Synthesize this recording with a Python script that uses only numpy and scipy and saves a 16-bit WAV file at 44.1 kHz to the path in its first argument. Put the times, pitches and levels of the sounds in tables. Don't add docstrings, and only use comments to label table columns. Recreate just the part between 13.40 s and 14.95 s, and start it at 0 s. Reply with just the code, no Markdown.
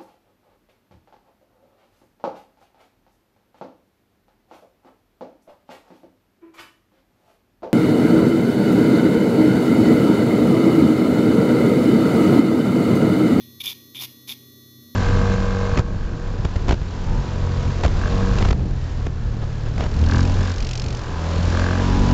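import sys
import numpy as np
from scipy import signal
from scipy.fft import rfft, irfft
from scipy.io import wavfile
from scipy.ndimage import uniform_filter1d, map_coordinates

SR = 44100
rng = np.random.default_rng(int(sys.argv[2]) if len(sys.argv) > 2 else 0)


def waveform_to_disk(signal):
    frames = np.transpose(np.atleast_2d(signal))
    scaled = np.clip(frames, -1, 1) * 32767
    samples = np.round(scaled).astype(np.int16)
    wavfile.write(sys.argv[1], SR, samples)


N = 68355
TIME = np.arange(N) / SR
FREE_TURNS_HZ = 128.74

# t/s, level/dB
NEXT_STROKE = [(1.546, -64), (1.55, -46.5)]
# f/Hz, level/dB
GRIT_SPECTRUM = [(40, -40), (250, -3), (600, -11), (1000, -1.5), (1550, -11), (1900, -5), (2350, 4),
                 (4000, 3.5), (5200, 4.5), (6700, -1.5), (7400, -9), (8800, -15), (10000, -1), (11200, 2.5),
                 (14000, 3), (15500, -7)]


def from_db(db):
    return 10 ** (np.asarray(db) / 20)


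def rms_one(x):
    return x / np.sqrt(np.mean(x ** 2) + 1e-20)


def stroke_gain(curves):
    gain = np.zeros(N)
    for curve in curves:
        seconds, db = np.transpose(curve)
        gain += from_db(np.interp(TIME, seconds, db, left=-np.inf, right=-np.inf))
    return gain


def coloured(x, spectrum):
    hz, db = np.transpose(spectrum)
    bins = np.maximum(np.fft.rfftfreq(N, 1 / SR), 1)
    weight = from_db(np.interp(np.log(bins), np.log(hz), db))
    return rms_one(irfft(rfft(x) * weight, N))


def drift(rate):
    bins = np.fft.rfftfreq(N, 1 / SR)
    weight = (bins > 0) / (1 + (bins / rate) ** 2)
    return rms_one(irfft(rfft(rng.standard_normal(N)) * weight, N))


def shaft(pressure):
    full_sag_hz, full_pressure_db = 10, -35
    recovery_s, start_sag_hz, speed_jitter = 0.06, 3.1, 0.00026
    r = np.exp(-1 / (recovery_s * SR))
    drag = full_sag_hz * pressure / from_db(full_pressure_db)
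    sag, _ = signal.lfilter([1 - r], [1, -r], drag, zi=[start_sag_hz])
    turns_hz = (FREE_TURNS_HZ - sag) * (1 + speed_jitter * drift(25))
    return 2 * np.pi * np.cumsum(turns_hz) / SR, sag


def partials(angle, sag, lines, waver_db):
    waver_hz = 5
    loss_db_per_hz, loss_at_hz = 0.1, 2000
    total = np.zeros(N)
    for hz, db in lines:
        loss_db = loss_db_per_hz * sag * loss_at_hz / hz
        gain = np.sqrt(2) * from_db(db + waver_db * drift(waver_hz) - loss_db)
        total += gain * np.sin(angle * hz / FREE_TURNS_HZ + rng.uniform(0, 2 * np.pi))
    return total


def brushes(angle):
    # f/Hz, level/dB
    brush_spectrum = [(700, -11.5), (1200, 0.5), (1600, -35), (2100, -8), (3000, -23), (4000, -10),
                      (6200, -3.5), (7300, -17), (8600, -38), (10200, -1), (11800, 13), (13500, 5),
                      (15400, 0)]
    level_db, waver_db, waver_hz = -58, -0.8, 12
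    throb, repeat_share = 0.37, 0.6
    track = rng.standard_normal(int(SR / FREE_TURNS_HZ))
    position = angle / (2 * np.pi) % 1 * len(track)
    repeating = map_coordinates(track, [position], mode="grid-wrap")
    hiss = rng.standard_normal(N) + repeat_share * repeating
    hiss *= 1 + throb * np.cos(3 * angle)
    return from_db(level_db + waver_db * drift(waver_hz)) * coloured(hiss, brush_spectrum)


def swish():
    # t/s, f/Hz
    band_path = [(0, 13200), (0.5, 12000), (1.05, 13370), (1.23, 11370), (1.42, 13700), (1.55, 13900)]
    level_db, half_width_hz = -67.5, 1450
    centre = 2 * np.pi * np.cumsum(np.interp(TIME, *np.transpose(band_path))) / SR
    low_pass = signal.butter(2, half_width_hz, fs=SR, output="sos")
    a, b = signal.sosfilt(low_pass, rng.standard_normal((2, N)))
    return from_db(level_db) * rms_one(a * np.cos(centre) + b * np.sin(centre))


def motor(angle, sag):
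    # f/Hz, level/dB
    whine_lines = [(1157, -73.5), (1933, -66.5), (3090, -78), (3478, -60), (3731, -73), (3860, -66),
                   (4247, -61), (4635, -76), (5023, -72), (5146, -79), (5405, -68.5), (5792, -70),
                   (5922, -83), (6051, -80), (6180, -65.5), (6562, -74), (6950, -77.5), (7337, -89.5),
                   (8107, -84.5), (8366, -98)]
    # f/Hz, level/dB
    whistle_lines = [(11310, -74), (12215, -66), (12602, -62), (12985, -66), (13372, -65), (13501, -74),
                     (13760, -64), (14142, -68), (14530, -68), (14917, -76), (15046, -79), (15305, -78)]
    whine = from_db(0.5) * partials(angle, sag, whine_lines, waver_db=0.6)
    whistle = from_db(-2) * partials(angle, sag, whistle_lines, waver_db=1.2)
    return whine + whistle + brushes(angle) + swish()


def fan():
    # f/Hz, level/dB
    hum_lines = [(94, -60), (165, -67), (237, -55), (282, -64), (312.6, -62), (344, -66), (406, -71),
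                 (473.5, -75)]
    # t/s, level/dB
    drone_curve = [(0.0, -53), (0.03, -54), (0.522, -61.5), (0.612, -49.5), (0.698, -53), (0.764, -69),
                   (0.806, -58), (1.35, -56), (1.398, -50), (1.466, -68.5), (1.55, -60)]
    # f/Hz, level/dB
    air_spectrum = [(25, -30), (55, -14.5), (85, -5.5), (120, -2), (175, -5.5), (250, 8.5), (300, -4.5),
                    (380, 1), (480, -11.5), (600, -11), (750, -31.5), (1500, -26.5), (4000, -26)]
    hum_trim_db, hum_waver_db, waver_hz = -2, 2.5, 1.7
    drone_hz, drone_trim_db, air_db = 125.2, 1, -55.5
    hum = np.zeros(N)
    for hz, db in hum_lines:
        gain = from_db(db + hum_trim_db + hum_waver_db * drift(waver_hz))
        hum += gain * np.sin(2 * np.pi * (hz * TIME + rng.random()))
    drone_gain = from_db(drone_trim_db + np.interp(TIME, *np.transpose(drone_curve)))
    drone = drone_gain * np.sin(2 * np.pi * drone_hz * TIME)
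    air = from_db(air_db) * coloured(rng.standard_normal(N), air_spectrum)
    return np.sqrt(2) * (hum + drone) + air


def nail(x):
    # f/Hz, bandwidth/Hz, relative level/dB
    modes = [(2331, 77, -9.5), (2478, 106, -13.5), (2900, 135, -15), (3190, 65, -8), (3350, 49, -0.5),
             (3370, 61, 2.5), (3506, 113, -1.5), (3693, 98, -4.5), (11180, 240, -20.5)]
    out = np.zeros(N)
    for k, (hz, width, db) in enumerate(modes):
        r = np.exp(-np.pi * width / SR)
        poles = [1, -2 * r * np.cos(2 * np.pi * hz / SR), r * r]
        mode = signal.lfilter([1 - r, 0, r - 1], poles, x + 1e-18)
        out += (-1) ** k * from_db(db) * mode
    return out


def fading_ring():
    start_db, decay_db_per_s = -54.5, 107
    ring = rms_one(nail(rng.standard_normal(N)))
    grit = coloured(rng.standard_normal(N), GRIT_SPECTRUM)
    return from_db(start_db - decay_db_per_s * TIME) * (ring + grit)


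def rasp(angle, pressure):
    trim_db, grains_per_s, grain_spread_db = 1, 5600, 4
    dust_share, throb = 0.61, 0.12
    sizes = from_db(grain_spread_db * np.minimum(rng.exponential(1, N), 4))
    sizes *= rng.choice([-1, 1], N)
    grains = rms_one(sizes * (rng.random(N) < grains_per_s / SR))
    grit = grains + dust_share * rng.standard_normal(N)
    grit *= 1 + throb * np.cos(angle)
    return from_db(trim_db) * pressure * coloured(grit, GRIT_SPECTRUM)


def chatter(angle):
    # t/s, level/dB
    bounce_curves = [
        [(0.201, -41), (0.209, -26), (0.221, -37), (0.226, -63)],
        [(0.232, -47), (0.262, -29.5), (0.28, -23.5), (0.29, -31), (0.326, -39), (0.331, -33)],
        [(0.548, -37), (0.564, -37), (0.606, -33.5), (0.63, -43), (0.634, -36), (0.656, -39.5), (0.66, -56)],
        [(0.873, -55), (0.897, -30.5), (0.909, -35), (0.925, -34), (0.94, -62)],
    ]
    trim_db, scrape_share = -1, 0.69
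    knock_spread_db, wobble_rad, wobble_hz = 3.5, 0.7, 60
    wobbly_angle = np.maximum.accumulate(angle + wobble_rad * drift(wobble_hz))
    turns = np.floor(wobbly_angle / (2 * np.pi))
    knocks = np.diff(turns, prepend=turns[0]) * from_db(knock_spread_db * rng.standard_normal(N))
    ring = nail(rms_one(knocks) + scrape_share * rng.standard_normal(N))
    even = ring / np.sqrt(uniform_filter1d(ring ** 2, size=700) + 1e-12)
    return from_db(trim_db) * stroke_gain(bounce_curves + [NEXT_STROKE]) * even


def catches():
    # t/s, level/dB
    snags = [(0.2166, -27), (0.2385, -24.5), (0.2578, -14.5), (0.2776, -22), (0.6354, -25), (0.8979, -29.5),
             (0.9163, -23), (0.9254, -34)]
    crack_trim_db, ping_trim_db = -9, -4
    decay_s, low_cut_hz = 0.0027, 4000
    envelope, clicks = np.zeros(N), np.zeros(N)
    for s, db in snags:
        envelope += from_db(db) * (TIME >= s) * np.exp(-np.abs(TIME - s) / decay_s)
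        clicks[int(s * SR)] = from_db(db)
    pings = nail(clicks)
    pings *= clicks.max() / np.abs(pings).max()
    high_pass = signal.butter(2, low_cut_hz, "high", fs=SR, output="sos")
    cracks = signal.sosfilt(high_pass, envelope * coloured(rng.standard_normal(N), GRIT_SPECTRUM))
    return from_db(crack_trim_db) * cracks + from_db(ping_trim_db) * pings


def room(x):
    level_db, t60_s, delay_s = -13.5, 0.51, 0.012
    decay = np.exp(-np.log(1000) * TIME / t60_s)
    tail = rng.standard_normal(N) * decay * (TIME > delay_s)
    return from_db(level_db) * signal.fftconvolve(x, tail / np.linalg.norm(tail))[:N]


def scene():
    # t/s, level/dB
    pressure_curves = [
        [(0.201, -50), (0.207, -38.5), (0.219, -42.5), (0.229, -55.5), (0.241, -38), (0.307, -36),
         (0.332, -45.5)],
        [(0.547, -51.5), (0.557, -45.5), (0.583, -48), (0.619, -32.5), (0.651, -36.5), (0.662, -45)],
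        [(0.873, -50.5), (0.883, -37), (0.919, -37.5), (0.937, -46), (0.942, -53.5)],
    ]
    ring_send_db = -15
    pressure = stroke_gain(pressure_curves + [NEXT_STROKE])
    angle, sag = shaft(pressure)
    grinder = motor(angle, sag)
    background = fan()
    fading = fading_ring()
    grit = rasp(angle, pressure) + catches()
    ring = chatter(angle)
    reverberation = room(grit + from_db(ring_send_db) * ring)
    return (grinder + grit + ring + reverberation + fading + background)[None]


def record(dry):
    low_pass = signal.ellip(12, 0.1, 80, 15470, fs=SR, output="sos")
    return signal.sosfilt(low_pass, dry)


dry = scene()
out = record(dry)
waveform_to_disk(out)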